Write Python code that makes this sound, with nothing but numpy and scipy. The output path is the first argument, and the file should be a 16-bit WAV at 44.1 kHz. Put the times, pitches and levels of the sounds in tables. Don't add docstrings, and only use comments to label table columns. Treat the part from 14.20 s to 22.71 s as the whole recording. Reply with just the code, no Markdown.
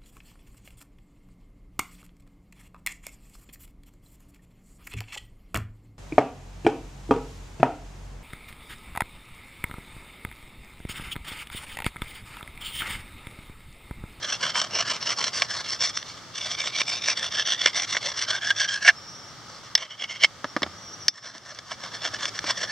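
import sys
import numpy as np
from scipy import signal
from scipy.fft import rfft, irfft, next_fast_len
from scipy.io import wavfile
from scipy.ndimage import uniform_filter1d, minimum_filter1d, map_coordinates

SR = 44100
rng = np.random.default_rng(int(sys.argv[2]) if len(sys.argv) > 2 else 0)


def log_audio(samples):
    frames = np.atleast_2d(samples).T
    limited = np.clip(frames, -1, 1)
    pcm = np.round(limited * 32767).astype(np.int16)
    wavfile.write(sys.argv[1], SR, pcm)


N = 375291
SIZE = 4096
HZ = np.fft.rfftfreq(SIZE, 1 / SR)

# start_s, level_db, pressure_slope_db (per stroke length)
HAND_TURNS = [(0.01, -30, 3), (0.182, -29.5, 4), (0.329, -29.5, -7.5), (0.488, -29.5, 12),
              (0.641, -29.5, -7.5), (0.793, -30.0, 7.5), (0.954, -29.5, 0.5), (1.115, -29.5, 5),
              (1.27, -32.5, 0.5), (1.433, -32, -5.5), (1.585, -29, -9), (1.726, -37, -7.0),
              (1.83, -48.5, -31), (2.134, -31, -0.5), (2.365, -29.5, -4), (2.514, -29, 1),
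              (2.649, -29, -7.5), (2.802, -27, 13), (2.946, -30.5, -7), (3.098, -29, 7.5),
              (3.242, -25.5, -2), (3.372, -27.5, -3), (3.522, -27, -8.5), (3.666, -28.5, -3),
              (3.798, -29.5, -4.5), (3.933, -29.5, 12), (4.062, -27.5, -6.5), (4.198, -31.5, 3.5),
              (4.34, -27.5, 17), (4.471, -29.5, -10), (4.598, -27, 15), (5.266, -49.5, -4), (5.41, -52, -9),
              (5.56, -38.5, -11), (5.686, -42, -6.5), (5.765, -36, 18), (5.866, -36.5, 1), (5.988, -27, 20),
              (6.918, -50.0, 9), (7.013, -42.5, -10), (7.135, -46.5, -20), (7.211, -45.5, 9),
              (7.337, -52, -19), (7.436, -43.5, 27), (7.557, -42.5, 22), (7.7, -39, 1), (7.805, -31, 2),
              (7.899, -35.5, 6), (7.98, -31.5, 11), (8.109, -39.5, 5), (8.201, -32, 17), (8.338, -32.5, 11),
              (8.467, -34.5, -1)]
STONE_LIFTS = [4.714, 6.066, 8.58]
# frequency_hz, level_db
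WOOD_SPECTRUM = [(100, -24), (250, -14.5), (380, -15.5), (620, -3.5), (850, -11.5), (1050, -0.5),
                 (1500, -4), (1760, -2.5), (1960, -5.5), (2280, -3.5), (2500, -9.5)]
# frequency_hz, level_db
GRIT_SPECTRUM = [(2750, -3.5), (3450, 0.5), (3800, -7), (4500, -2.5), (4900, -5.5), (5200, 2.5), (5900, -1),
                 (6500, -12.5), (7100, -16.5), (8500, -21.5), (10300, -38.5), (12000, -52.5), (16000, -63)]
# time_s, body_db, upper_resonance_db
HAND_GRIP = [(0, -3.5, 2.5), (.6, 3.5, 3.5), (1.2, -3.5, -4.5), (1.7, -9, -3), (2.3, -7.5, 3),
             (2.85, -4, -2), (3.25, -4.5, 10.5), (3.7, -3, -3), (4.1, -4, 4), (4.6, -12, 2),
             (5.3, 1.5, -16), (5.65, 5.5, 10.5), (6.0, -5.5, 9), (7.0, 1.5, -6), (7.75, 3, 1),
             (8.0, -1.5, -1), (8.5, -4, -2)]
# time_s, pitch_hz, level_db
HOLLOW_RING = [(.42, 1590, 5.5), (.56, 2450, 8.5), (1.2, 2570, 6), (1.35, 1630, 6.5), (1.8, 2120, -1),
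               (2.87, 2490, 17), (3.02, 1780, 9), (3.3, 1700, 9), (3.44, 2100, 9), (4.0, 2100, 7.5),
               (4.13, 1580, 13.5), (4.27, 1620, 21), (4.66, 1651, 24), (5.3, 1550, -10), (5.6, 2180, 9.5),
               (6.03, 2170, 14), (7.08, 1720, 5.5), (8.5, 1750, 8)]
# time_s, pitch_hz
UPPER_RESONANCE = [(.16, 3300), (.59, 2880), (1.11, 3190), (1.9, 3500), (2.85, 3650), (3.48, 3430),
                   (4.5, 3330), (4.66, 2740), (5.4, 3280), (5.85, 3040), (6.75, 3400)]
# start_s, length_s, level_db, heft_db
COARSE_SNAGS = [(.2305, 0.01, -24, 5), (.355, 0.0044, -20, 15), (.415, 0.0083, -20.5, -0.5),
                (1.041, .0071, -19, -2), (1.22, .012, -15.5, 7), (1.635, 0.041, -23, -6),
                (1.7723, 0.0067, -21, 0), (1.827, 0.0034, -30, 9), (2.473, 0.0029, -20, 9),
                (2.606, .012, -24.5, 19), (2.6157, 0.0026, -13.5, 10), (2.884, 0.0034, -14, 3),
                (3.1955, 0.0038, -17, 1), (3.2736, 0.0037, -21, -1), (3.4592, 0.0066, -8.5, 10),
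                (3.4706, 0.011, -21, 20), (3.748, 0.013, -26, 29), (3.767, 0.0079, -18.5, 13),
                (4.0226, 0.0043, -20.5, -3), (4.304, 0.013, -15, 3), (4.646, 0.046, -20.5, 11),
                (4.676, 0.032, -8.5, 11), (5.839, 0.011, -29.5, 3), (6.0355, 0.011, -11, 0),
                (6.0445, 0.0099, -9.5, 3), (7.18, .004, -38, -8), (7.347, .005, -38.5, -7),
                (7.3877, 0.00805, -32.5, -1), (7.516, 0.014, -30.5, 6.5), (7.85, 0.014, -26.5, 2),
                (8.0543, 0.003, -17.5, 8), (8.1895, 0.0048, -21, -2.5), (8.296, 0.018, -24.5, 9)]
# start_s, thud_db, clack_db, tick_db
BLOWS = [(5.552, -50, -16, -12.5), (5.577, -56, -29, -31), (6.2438, -21.5, -51, -41),
         (6.365, -17.5, -53, -31.5), (6.4206, -24, -41, -35), (6.4308, -23, -19, -29.5),
         (6.464, -31.5, -50, -51), (6.882, -38.5, -27.5, -13.5), (7.15, -40.5, -52, -46),
         (7.936, -37, -47, -53), (8.242, -28.5, -34, -37)]
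# pitch_hz, level_db, t60_s
STONE_RING = [(3550, -9.5, 0.072), (4640, 11, 0.022), (5190, 13.5, 0.039), (5550, 21, 0.01),
              (6050, -13, 0.028)]
# frequency_hz, level_db
TICK_SPECTRUM = [(500, -38), (1500, -15), (3000, -11.5), (4600, -7.5), (5800, -1.5), (7000, -23),
                 (9000, -31.5), (12500, -37), (15500, -45)]
# frequency_hz, level_db
CLACK_SPECTRUM = [(300, -19), (1100, -1.5), (1400, -14), (1700, 9), (2250, 10), (2500, -9), (3000, 3),
                  (3500, 10.5), (3900, 3), (7000, -32), (12000, -52)]
# frequency_hz, level_db
THUD_SPECTRUM = [(70, -30), (150, -9), (200, -1), (300, 2), (420, -6), (600, 1), (880, -6), (1150, -1),
                 (1400, -7), (1750, -3), (2500, -15), (3400, -16), (6000, -28), (12000, -60)]
# pitch_hz, t60_s, level_db
STUMP_MODE = (85, 0.6, -41.5)
# time_s, pitch_hz, level_db
FAR_TRILL = [(4.6, 5500, -68), (4.72, 5380, -48.5), (4.96, 5550, -42.5), (5.1, 5610, -50), (5.2, 5600, -57),
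             (6.2, 5580, -82), (6.3, 5600, -43), (6.4, 5300, -71), (6.5, 5280, -50), (6.6, 5760, -45.5),
             (6.86, 5635, -43.5), (6.92, 5560, -56)]
# frequency_hz, level_db
RUSH_SPECTRUM = [(15, -57), (25, -23), (76, -11.5), (107, -0.5), (141, -5.5), (181, -6), (243, -9.5),
                 (479, -13), (571, -9), (629, -12), (859, -10.5), (1020, -13), (1240, -4), (1370, -10),
                 (2600, -16.5), (3380, -61), (5720, -120)]
# frequency_hz, level_db
LEAF_SPECTRUM = [(1800, -23), (2900, -5), (3450, -1.5), (3900, -6.5), (4900, -1), (5250, -2.5), (5900, -2),
                 (7000, -11.5), (8500, -15.5), (10000, -26.5), (15500, -31)]
# time_s, level_db
BACKGROUND_LEVEL = [(0, -42.5), (4.6, -44.5), (5.0, -44), (5.53, -44.5), (5.58, -52), (6.1, -45.5),
                    (6.5, -43.5), (6.87, -43.5), (6.9, -56), (7.4, -47.5), (8.0, -41)]
# frequency_hz, correlation
BACKGROUND_LIKENESS = [(60, 0.69), (150, 0.71), (380, 0.81), (950, 0.92), (2380, 0.74), (5980, 0.18),
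                       (15000, 0.23)]
# frequency_hz, t60_s
YARD_DECAY = [(200, 0.07), (2000, 0.14), (10000, 0.12)]
# frequency_hz, left_minus_right_db
MIC_BALANCE = [(60, -3.5), (600, -1), (1200, 0.4), (2200, -2.5), (4400, -1), (8120, 2.34), (15000, -2)]
# frequency_hz, left_lead_rad
MIC_PHASE = [(100, .02), (1000, 0.08), (2000, 0.14), (3450, .38), (5430, 0.66), (8100, 0.71), (12500, 1.4)]
# centre_hz, width_hz
MIC_NOTCHES = [(2500, 225), (5000, 123), (6000, 65), (7000, 60), (8000, 60), (9000, 50), (10000, 65)]

ATTACK_S, RELEASE_S, CREEP = 0.049, 0.043, 0.068
SING_HZ, SING_WIDTH_HZ = 5880, 180
SING_FROM_DB, SING_PER_DB = -30, 1.23


def rasp():
    track = np.zeros(N)
    force = grit_force(per_second=3200, spread_db=4.5, clump_db=2.5, dust=0.52) * amp(2.16 * wobble(45))
    fizz = filtered(force, lambda hz: 1 - 1 / (1 + (hz / 6600) ** 8))
    for start, end, db, slope_db in strokes():
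        span, length = slice(round(start * SR), round(end * SR)), end - start
        t = np.arange(len(force[span])) / SR
        ramp = np.clip(np.minimum(t / ATTACK_S, (length - t) / RELEASE_S), 0, 1)
        speed = CREEP + (1 - CREEP) * np.sin(np.pi / 2 * ramp) ** 1.3
        pressure = amp(db + slope_db * np.clip(t / length - .5, -.3, .3))
        friction = unit(force[span] + 0.9 * (speed - .7) * fizz[span])
        sing_db = SING_PER_DB * max(db - SING_FROM_DB, 0) * bell(SING_HZ, SING_WIDTH_HZ)
        colour = stick_colour(start + length / 2) + sing_db
        boost = np.linalg.norm(amp(colour)) / np.linalg.norm(amp(colour)[HZ > 2000])
        stroke = signal.fftconvolve(friction * speed * pressure, boost * impulse_response(colour))
        add(track, start, stroke)
    return wandering_resonances(track)


def strokes():
    stops = np.sort([row[0] for row in HAND_TURNS] + list(STONE_LIFTS))
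    return [(s, stops[stops > s][0], db, slope_db) for s, db, slope_db in HAND_TURNS]


def grit_force(per_second, spread_db, clump_db, dust):
    grains = (rng.random(N) < per_second / SR) * rng.choice([-1, 1], N)
    sizes = amp(spread_db * np.clip(rng.standard_normal(N), -2, 2))
    clumps = amp(clump_db * np.clip(wobble(170), -2, 2))
    return unit(clumps * (unit(grains * sizes) + dust * rng.standard_normal(N)))


def stick_colour(s):
    body_db, upper_db = at(HAND_GRIP, s)
    ring_hz, ring_db = at(HOLLOW_RING, s)
    upper_hz, = at(UPPER_RESONANCE, s)
    plain = along(list(WOOD_SPECTRUM) + list(GRIT_SPECTRUM), HZ)
    hollow = bell(ring_hz, 156) + 0.2 * bell(690, 130) - 0.26 * bell(1200, 170)
    upper = (upper_db - 4.5) * (bell(3180, 420) - 0.25 * bell(4130, 400)) + 7.2 * bell(upper_hz, 206)
    dead_band = -4 * bell(upper_hz + 500, 190)
    return plain + body_db * below(1560, order=4) + ring_db * hollow + upper + dead_band


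def wandering_resonances(x):
    spectra = signal.stft(x, nperseg=512)[2]
    bands, frames = np.indices(spectra.shape)
    drift = map_coordinates(rng.standard_normal(spectra.shape), [bands / 2.2, frames / 8], order=1)
    return signal.istft(spectra * unit(amp(4.2 * drift)), nperseg=512)[1][:N]


def snags():
    track, t = np.zeros(N), np.arange(SIZE) / SR
    for s, length, db, heft_db in list(COARSE_SNAGS) + lesser_snags():
        slips = rng.standard_normal(SIZE) * amp(2 * rng.standard_normal(SIZE))
        build_up = min(length / 0.033, 1) ** 2
        envelope = np.exp(-(t / (.8 * length)) ** 4) * (1 + 2.5 * (1 - build_up) * np.exp(-t / .0012))
        modes_db = 17 * bell(700, 88) + 11 * bell(2210, 220) - 10 * below(530, order=8)
        weight_db = heft_db * below(3700, order=8) - 3 * below(1000, order=4)
        colour = stick_colour(s) + weight_db + build_up * modes_db
        snap = signal.fftconvolve(slips * envelope, impulse_response(colour))
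        add(track, s + .0005, amp(db) * snap / np.linalg.norm(snap) * np.sqrt(length * SR))
    return track


def lesser_snags():
    start, end, db, _ = np.transpose(strokes())
    place, length, size, heft = rng.uniform(-1, 1, (len(start), 4)).T
    catch_s = start + (end - start) * (.5 + .28 * place)
    return list(zip(catch_s, 0.0046 * 2 ** length, db + 3.5 * size, 5 + 12 * heft))


def knocks():
    track, t = np.zeros(N), np.arange(SIZE) / SR
    for s, thud_db, clack_db, tick_db in BLOWS:
        ring = np.zeros(SIZE)
        for hz, db, t60 in STONE_RING:
            decay = amp(db + rng.normal(0, 1.8) - 60 * t / t60)
            ring += decay * np.sin(2 * np.pi * (hz * t + rng.random()))
        ring *= 1 - np.exp(-t / 0.00054)
        tick = ring / np.linalg.norm(ring) + impact(TICK_SPECTRUM, t60=0.013, strike=0.16)
        clack = impact(CLACK_SPECTRUM, t60=0.02, strike=0.26)
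        thud = impact(THUD_SPECTRUM, t60=0.05, strike=0.82)
        add(track, s, amp(tick_db) * tick + amp(clack_db) * clack + amp(thud_db) * thud)
    return track


def impact(spectrum, t60, strike):
    t = np.arange(SIZE) / SR
    rattle = rng.standard_normal(SIZE) * amp(-60 * t / t60)
    push = rattle / np.linalg.norm(rattle) + strike * (t == 0)
    sound = signal.fftconvolve(push, impulse_response(along(spectrum, HZ)))[:SIZE]
    return sound / np.linalg.norm(sound)


def stump_boom(start_s):
    hz, t60, db = STUMP_MODE
    t = np.maximum(np.arange(N) / SR - start_s, 0)
    return amp(db - 60 * t / t60) * (1 - np.exp(-t / .015)) * np.sin(2 * np.pi * hz * t)


def far_trill():
    pitch_hz, db = at(FAR_TRILL, np.arange(N) / SR)
    whistles = np.zeros(N)
    for offset_hz in (-150, 150):
        hz = pitch_hz + offset_hz + 90 * wobble(22) + 140 * wobble(900)
        whistles += amp(4.7 * wobble(46)) * np.sin(2 * np.pi * np.cumsum(hz) / SR)
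    return amp(db) * unit(whistles)


def yard_reflections(x):
    hz, t, spectra = signal.stft(rng.standard_normal((2, SR // 4)), SR, nperseg=256)
    tail = signal.istft(spectra * amp(-60 * t / along(YARD_DECAY, hz)[:, None]), SR, nperseg=256)[1]
    return signal.fftconvolve(x[None], tail / np.linalg.norm(tail[0]), axes=1)[:, :N]


def outdoor_air():
    air_db, = at(BACKGROUND_LEVEL, np.arange(N) / SR)
    level = amp(air_db + 0.28 * wobble(7.7))
    return level * (amp(-3) * wide_noise(RUSH_SPECTRUM) + amp(-5) * wide_noise(LEAF_SPECTRUM))


def wide_noise(spectrum):
    def mid_and_side(hz):
        angle = np.arccos(np.clip(along(BACKGROUND_LIKENESS, hz), -1, 1)) / 2
        return amp(along(spectrum, hz)) * [np.cos(angle), np.sin(angle)]
    mid, side = filtered(rng.standard_normal((2, N)), mid_and_side)
    return unit(np.array([mid + side, mid - side]))


def at_microphone(x):
    left = lambda hz: amp(along(MIC_BALANCE, hz) / 2) * np.exp(.5j * along(MIC_PHASE, hz))
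    return filtered(x, lambda hz: np.array([left(hz), 1 / left(hz)]))


def limited(x, ceiling, samples):
    needed = np.minimum(1, ceiling / (np.abs(x).max(axis=0) + 1e-9))
    return x * uniform_filter1d(minimum_filter1d(needed, samples), samples)


def amp(db):
    return 10 ** (np.asarray(db) / 20)


def unit(x):
    return x / np.sqrt(np.mean(x ** 2) + 1e-20)


def along(points, hz):
    frequencies, values = np.transpose(points)
    return np.interp(np.log(hz + 1), np.log(frequencies + 1), values)


def at(rows, s):
    times, *columns = np.transpose(rows)
    return [np.interp(s, times, column) for column in columns]


def wobble(rate):
    return map_coordinates(rng.standard_normal(int(N * rate / SR) + 4), [np.arange(N) * rate / SR])


def filtered(x, response):
    padded = next_fast_len(N + SR // 2)
    return irfft(rfft(x, padded) * response(np.fft.rfftfreq(padded, 1 / SR)), padded)[..., :N]


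def impulse_response(colour_db):
    cepstrum = irfft(np.log(amp(colour_db) + 1e-6))
    cepstrum[1:SIZE // 2] *= 2
    cepstrum[SIZE // 2 + 1:] = 0
    ring = irfft(np.exp(rfft(cepstrum)))[:SIZE // 2]
    return ring / np.linalg.norm(ring)


def add(track, s, sound):
    room = track[max(round(s * SR), 0):][:len(sound)]
    room += sound[:len(room)]


def bell(centre_hz, width_hz):
    return 1 / (1 + ((HZ - centre_hz) / width_hz) ** 2)


def below(edge_hz, order):
    return 1 / (1 + (HZ / edge_hz) ** order)


def scene():
    work = amp(1.73) * rasp() + amp(-1.25) * snags() + amp(23.5) * knocks() + stump_boom(start_s=6.43)
    return at_microphone(work + far_trill()) + amp(-33.5) * yard_reflections(work) + outdoor_air()


def record(dry):
    notch_db, top_hz = -19.5, 15900

    def notches(hz):
        bands = [1j * hz * width / (centre ** 2 - hz ** 2 + 1j * hz * width)
                 for centre, width in MIC_NOTCHES]
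        return np.prod([1 - (1 - amp(notch_db)) * band for band in bands], axis=0)
    held = limited(filtered(dry, notches), ceiling=1.7, samples=24)
    clipped = held / (1 + np.abs(held) ** 12) ** (1 / 12)
    return filtered(clipped, lambda hz: np.clip((top_hz + 300 - hz) / 600, 0, 1))


dry = scene()
out = record(dry)
log_audio(out)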